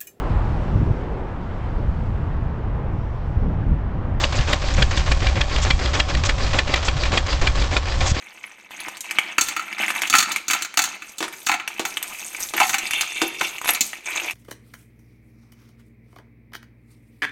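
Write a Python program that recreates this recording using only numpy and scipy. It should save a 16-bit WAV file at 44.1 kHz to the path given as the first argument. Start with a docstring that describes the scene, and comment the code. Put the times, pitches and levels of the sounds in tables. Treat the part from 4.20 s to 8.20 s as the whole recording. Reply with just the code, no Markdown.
"""An old single-cylinder engine chugs close by in a field, driving a flat belt at about 400 turns a minute.
From the start the machinery whirrs and wind buffets the microphone. Each turn leads in with a clack of
gear, a rasp and a hiss of air; then the stroke lands as a low, rising boom and a sharp crack that rings
the iron. Strong and weak turns alternate, the weak ones with a faint whistle. Scrapes and low flutters
come and go, loose gear knocks later on, and a few cracks all but drop out."""
import sys
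import numpy as np
from scipy import signal
from scipy.io import wavfile
from scipy.ndimage import uniform_filter1d

SR = 44100
rng = np.random.default_rng(int(sys.argv[2]) if len(sys.argv) > 2 else 0)


def waveform_to_disk(signal):
    """Save audio, clipped to [-1, 1], as 16-bit WAV at the path in sys.argv[1]."""
    frames = np.transpose(np.atleast_2d(signal))
    scaled = np.clip(frames, -1, 1) * 32767
    samples = np.round(scaled).astype(np.int16)
    wavfile.write(sys.argv[1], SR, samples)


N = 176400

# Cue sheet, one row per crank turn, strong then weak: stroke_s, crack_db, boom_db, rasp_db, hiss_db
TURNS = [(0.0379, -16, -21, -27, -25.5), (0.1888, -25.5, -23.5, -25.5, -32.5),
         (0.3297, -15, -28.5, -25.5, -27), (0.4845, -29.5, -23.5, -29.0, -31.5),
         (0.6223, -13.5, -21, -23.0, -29.5), (0.7741, -17.0, -20.5, -26, -34),
         (0.9174, -16, -19.5, -27.5, -32), (1.0675, -21, -16.5, -21.5, -32),
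         (1.2112, -15.5, -24.0, -24, -40), (1.3601, -21, -18, -24.5, -29.5),
         (1.5052, -13.5, -23.5, -26.5, -31.5), (1.6565, -23.5, -18.5, -24.5, -31),
         (1.7985, -12.5, -21.5, -25, -29.5), (1.949, -21.5, -17.0, -30, -35),
         (2.0928, -15.5, -24, -32, -31.5), (2.2454, -32, -19.5, -23.5, -30),
         (2.3881, -12.5, -25.0, -22.5, -27.5), (2.539, -13.5, -22, -24, -30.0),
         (2.6832, -17.5, -21.5, -34.5, -33), (2.8338, -20.5, -20.5, -30.5, -29.5),
         (2.975, -13.5, -22, -23.5, -26), (3.1281, -23.0, -20, -25, -27.5),
         (3.2707, -18.5, -21, -24.5, -29.5), (3.4203, -27, -20.5, -24.5, -29.5),
         (3.5668, -15.5, -22, -23.5, -28), (3.72, -30, -21.5, -26, -32), (3.862, -27, -25.5, -28, -27.5),
         (4.012, -32.0, -24.0, -23, -30)]
# Envelopes around a stroke, strong turn then weak: offset_s, attack_s, hold_s, t60_s, trim_db
CLACK_SHAPES = [
    [(-.058, .003, 0.0027, 0.1, -23.5), (.010, 0.0016, 0.004, 0.053, -30),
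     (.027, .002, 0.0027, 0.032, -34.5)],
    [(-.067, 0.0034, 0.0036, 0.087, -26.5), (.016, .005, 0.0027, 0.18, -26.5)],
]  # several clacks per turn
RASP_SHAPE = [(-.05, 0.0056, 0.0067, 0.18, 0.64), (-.049, .003, 0.0041, 0.27, -1.6)]
HISS_SHAPE = [(-.052, 0.021, 0.046, 0.048, 0.027), (-.05, 0.034, 0.018, 0.17, 0.02)]
PUFF_SHAPE = [(-.0055, .0015, .008, .03, -22), (-.006, .002, .006, .04, -30)]
CRACK_SHAPE = [(-.0008, .001, .0048, .018, 1), (-.0005, .0012, .0038, .018, .5)]
# EQ curves of the noise layers: frequency_hz, gain_db
WHIRR_EQ = [(30, 2.5), (90, 6.5), (150, 2), (250, -7), (450, -4), (600, -2), (1100, -1), (1600, -5.5),
            (3000, -8), (5000, -9.5), (7000, -18), (8500, -21)]
WIND_EQ = [(5, -5), (20, -5), (40, 0), (70, -8), (120, -13.5), (250, -29), (600, -45.5)]
CLACK_EQ = [(200, -4.5), (700, 1), (1400, 2), (2200, 1.5), (3400, -1), (4200, -2), (5200, -5), (6500, -7),
            (8000, -15)]
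RASP_EQ = [(80, -5.5), (250, -0.5), (550, 0.5), (800, -3), (1300, -3), (2200, -1), (3000, -5.5),
           (4500, -20), (8000, -23.5)]
HISS_EQ = [
    [(100, -1.5), (200, 0.5), (500, 5), (1200, 6), (2500, -9.5), (3500, 3), (5000, -2.5), (6000, -4),
     (7300, -3), (8500, -10)],
    [(100, 1), (200, 3), (500, 3), (1200, 2.5), (2500, -7.5), (4000, 4.5), (4800, -2), (5600, -3),
     (7300, -8.5), (8500, -13)],
]  # strong curve, weak curve
PUFF_EQ = [(60, -6.5), (190, 4), (300, -1.5), (550, -4), (900, -3), (1500, -1.5), (3000, -15), (5000, -8.5),
           (8000, -30.5)]
CRACK_EQ = [(150, -14), (600, -20.5), (1200, -7.5), (1700, -0.5), (2400, 0), (3400, -2), (4600, -6.5),
            (6000, -18.5), (8000, -17.5)]
SCRAPE_EQ = [(500, -12.5), (1500, -1.5), (3000, -1), (4500, -2), (6000, 2), (7500, 1), (8600, -6)]
FLUTTER_EQ = [(50, -9.5), (90, 1), (130, 4), (190, -7), (260, -14.5), (500, -36.5), (1000, -69)]
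# Resonances of the iron body and its tanks: centre_hz, width_hz, lift_db
BODY_RESONANCES = [(283.6, 37, 4.5), (351, 33, 5.5), (540.7, 33, 7), (590.7, 35, 7), (762, 40, 7),
                   (1088, 64, 4.5), (1730, 38, 1.5), (2460, 58, 3.5), (3320, 150, 2)]
# Fader ride of the wind: time_s, level_db
WIND_RIDE = [(0, -20), (.25, -24), (.4, -23), (.6, -21), (.9, -20), (1.3, -24.5), (1.48, -19), (1.7, -22),
             (1.97, -26.5), (2.3, -19.5), (2.55, -28), (2.95, -24), (3.08, -26.5), (3.24, -22), (3.42, -20),
             (3.65, -33), (3.8, -15.5), (4, -28.5)]
# Single low thuds: centre_s, width_s, peak_amplitude
THUDS = [(.194, .004, -0.26), (0.596, .002, -.25), (.617, 0.00156, -0.32), (.895, 0.0036, -0.27),
         (1.473, 0.0039, 0.23), (1.966, 0.0032, 0.069), (3.224, 0.006, 0.42), (3.92, 0.0022, -0.56)]
# Iron modes that ring on after a crack: pitch_hz, level_db, t60_s
IRON_MODES = [(840, -20, 0.03), (1738, -9.5, 0.069), (2356, -9, 0.067), (2837, -6.5, 0.049),
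              (3264, -13, 0.094), (4020, -10, 0.021)]
# Dry scrapes, probably the belt on its pulleys: start_s, length_s, level_db
SCRAPES = [(.148, 0.032, -31.5), (.535, 0.018, -30.5), (0.762, 0.033, -29), (1.413, 0.038, -25.5),
           (2.047, 0.03, -23), (2.645, 0.037, -26), (3.854, 0.076, -25.5)]
# Short low flutters: start_s, length_s, level_db
FLUTTERS = [(.15, 0.071, -21), (.55, 0.093, -19.5), (1.135, 0.086, -23.5), (1.77, 0.044, -32.5),
            (1.91, .12, -22.5), (2.72, 0.055, -25.5), (2.89, 0.052, -26)]
# Knocks of loose gear: start_s, level_db
KNOCKS = [(1.731, -22.5), (2.3, -32.5), (1.884, -26), (3.651, -38)]

STRONG, WEAK = 0, 1
WHIRR_GRAIN_DB, CLATTER_GRAIN_DB, CRACK_GRAIN_DB = 2.5, 2, 1.5
EDGE_HZ = 8900  # the treble falls away above this


def amp(db):
    """Decibels to gain."""
    return 10 ** (np.asarray(db) / 20)


def unit(x):
    """Scales to rms 1."""
    return x / np.sqrt(np.mean(x ** 2) + 1e-20)


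def add(mix, s, sound):
    """Drops a sound into the mix at s seconds, trimming any overhang."""
    at = round(s * SR)
    sound = sound[max(-at, 0):]
    part = mix[max(at, 0):][:len(sound)]
    part += sound[:len(part)]


def colour(x, eq, size=8192):
    """Applies an EQ curve plus the body resonances as one minimum-phase filter of unit power."""
    hz = np.fft.rfftfreq(size, 1 / SR)
    eq_hz, eq_db = np.transpose(eq)
    db = np.interp(np.log(hz + 1), np.log(eq_hz), eq_db) - 40 * np.clip(hz / EDGE_HZ - 1, 0, 1)
    db += sum(lift / (1 + (2 * (hz - centre) / width) ** 2) for centre, width, lift in BODY_RESONANCES)
    log_gain = np.log(amp(np.concatenate([db, db[-2:0:-1]])))
    response = np.exp(np.conj(signal.hilbert(log_gain)))
    taps = np.fft.ifft(response).real[:size // 2]
    return signal.oaconvolve(x, taps / np.linalg.norm(taps))[:len(x)]


def grit(grain_db):
    """Grainy noise, in clumps a millisecond or two long."""
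    clumps = unit(uniform_filter1d(rng.standard_normal(N), 70))
    return unit(rng.standard_normal(N) * amp(grain_db * clumps))


def bursts(times, levels_db, shape):
    """Gain curve that fires one attack-hold-release envelope at every cue."""
    offset, attack, hold, t60, trim_db = shape
    out, t = np.zeros(N), np.arange(SR // 4) / SR
    envelope = np.minimum(t / attack, 1) * amp(trim_db - 60 * np.maximum(t - attack - hold, 0) / t60)
    for s, db in zip(times, levels_db):
        add(out, s + offset, amp(db) * envelope)
    return out


def swells(cues):
    """Gain curve of soft-edged swells."""
    out = np.zeros(N)
    for s, length, db in cues:
        add(out, s, amp(db) * signal.windows.tukey(round(length * SR), .5))
    return out


def whirr(level_db=-32.5):
    """Belt and wheels lay down a steady, grainy bed."""
    return amp(level_db) * colour(grit(WHIRR_GRAIN_DB), WHIRR_EQ)


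def wind():
    """Air buffets the microphone: a lumpy rumble with a few separate thuds."""
    t = np.arange(N) / SR
    ride = amp(np.interp(t, *np.transpose(WIND_RIDE)))
    rumble = unit(colour(rng.standard_normal(N), WIND_EQ)) * ride
    return rumble + sum(peak * np.exp(-((t - s) / width) ** 2) for s, width, peak in THUDS)


def clatter(kind, spread_db=2.5):
    """Moving gear clacks, with a rasp and a hiss of air, at set points of each strong or weak turn."""
    times, _, _, rasp_db, hiss_db = np.array(TURNS)[kind::2].T
    clacks = sum(bursts(times, spread_db * rng.standard_normal(len(times)), shape)
                 for shape in CLACK_SHAPES[kind])
    rasps = bursts(times, rasp_db, RASP_SHAPE[kind])
    hisses = bursts(times, hiss_db, HISS_SHAPE[kind])
    layers = [(clacks, CLACK_EQ), (rasps, RASP_EQ), (hisses, HISS_EQ[kind])]
    return sum(colour(grit(CLATTER_GRAIN_DB) * gain, eq) for gain, eq in layers)


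def booms(pitch_hz=49, glide_hz_per_s=420, length_s=.16, fall_20db_s=.32, trim_db=3):
    """Each stroke kicks a low air resonance whose pitch climbs as it dies away."""
    kick_db, kick_width_s, lead_s, fade_s = (-20, -23), .0072, .0025, .047
    quarter_cycle = 1 / (4 * pitch_hz)
    out, t = np.zeros(N), np.arange(-quarter_cycle, length_s, 1 / SR)
    sweep = np.cos(2 * np.pi * (pitch_hz * t + glide_hz_per_s * t ** 2 / 2))
    fade = np.clip((length_s - t) / fade_s, 0, 1)
    kick = np.exp(-((t - quarter_cycle) / kick_width_s) ** 2)  # extra punch on the first swing
    for turn, (s, _, boom_db, _, _) in enumerate(TURNS):
        envelope = amp(boom_db + trim_db - 20 * t / fall_20db_s) + amp(kick_db[turn % 2]) * kick
        add(out, s - lead_s, envelope * fade * sweep)
    return out


def cracks(kind, slap_gain=.6, slap_delay_s=(.0007, .0017)):
    """A dull puff, then the stroke's hard crack, recoloured each time by one close reflection."""
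    times, crack_db = np.array(TURNS)[kind::2, :2].T
    noise, crack = grit(CRACK_GRAIN_DB), np.zeros(N)
    for s, db in zip(times, crack_db):
        direct = noise * bursts([s], [db], CRACK_SHAPE[kind]) / np.hypot(1, slap_gain)
        crack += direct
        add(crack, rng.uniform(*slap_delay_s), slap_gain * direct)
    accent_db = (crack_db - np.median(crack_db)) / 2  # puffs follow the cracks at half the range
    puff = grit(CRACK_GRAIN_DB) * bursts(times, accent_db, PUFF_SHAPE[kind])
    return colour(crack, CRACK_EQ) + colour(puff, PUFF_EQ)


def iron_pings(delay_s=.002038, attack_s=.00061, spread_db=5.5, detune_spread=.012):
    """Every crack strikes the iron, each time with a slightly different mix of modes."""
    out, t = np.zeros(N), np.arange(SR // 5) / SR
    hz, db, t60 = np.transpose(IRON_MODES)[:, :, None]
    attack = np.minimum(t / attack_s, 1)
    for s, crack_db, _, _, _ in TURNS:
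        strength, detune, phase = rng.standard_normal((3, len(IRON_MODES), 1))
        decays = amp(db + spread_db * strength - 60 * t / t60)
        tones = np.sin(2 * np.pi * (hz * (1 + detune_spread * detune) * t + phase))
        add(out, s + delay_s, amp(crack_db) * attack * (decays * tones).sum(0))
    return out


def whistle(pitch_hz=4750, width_hz=330):
    """Air sings faintly through a narrow opening on every weak turn, riding the level of the hiss."""
    times, _, _, _, hiss_db = np.array(TURNS)[WEAK::2].T
    shape = (-.047, .0099, .037, .09, -5.5)  # offset_s, attack_s, hold_s, t60_s, trim_db
    resonance = signal.iirpeak(pitch_hz, pitch_hz / width_hz, SR)
    airy_tone = unit(signal.lfilter(*resonance, rng.standard_normal(N)))
    return airy_tone * bursts(times, hiss_db, shape)


def stray_noises():
    """Spot effects outside the beat: dry scrapes, low flutters and knocks of loose gear."""
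    knock_shape = (0, .0049, .021, .053, 0)  # offset_s, attack_s, hold_s, t60_s, trim_db
    knocks = bursts(*np.transpose(KNOCKS), knock_shape)
    layers = [(swells(SCRAPES), SCRAPE_EQ), (knocks, CLACK_EQ), (swells(FLUTTERS), FLUTTER_EQ)]
    return sum(colour(grit(CLATTER_GRAIN_DB) * gain, eq) for gain, eq in layers)


def scene():
    """The mono mix: the engine up front, over the whirr and the wind."""
    bed = whirr()
    chug = sum(cracks(kind) + clatter(kind) for kind in (STRONG, WEAK))
    engine = chug + iron_pings() + booms() + whistle() + stray_noises()
    return (engine + bed + wind())[None]


def record(dry, rolloff_hz=8100, clip_level=.72, top_hz=15850):
    """A small microphone with little top; the loudest cracks overload it and spit extra treble."""
    gentle_cut = signal.firwin(61, rolloff_hz, fs=SR)[None]
    steep_cut = signal.firwin(301, EDGE_HZ, window=("kaiser", 8), fs=SR)[None]
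    top_cut = signal.firwin(301, top_hz, window=("kaiser", 8), fs=SR)[None]
    softened = signal.oaconvolve(dry, gentle_cut, "same")
    dark = signal.oaconvolve(softened, steep_cut, "same")
    clipped = np.clip(dark, -clip_level, clip_level)
    return signal.oaconvolve(clipped, top_cut, "same")


dry = scene()
out = record(dry)
waveform_to_disk(out)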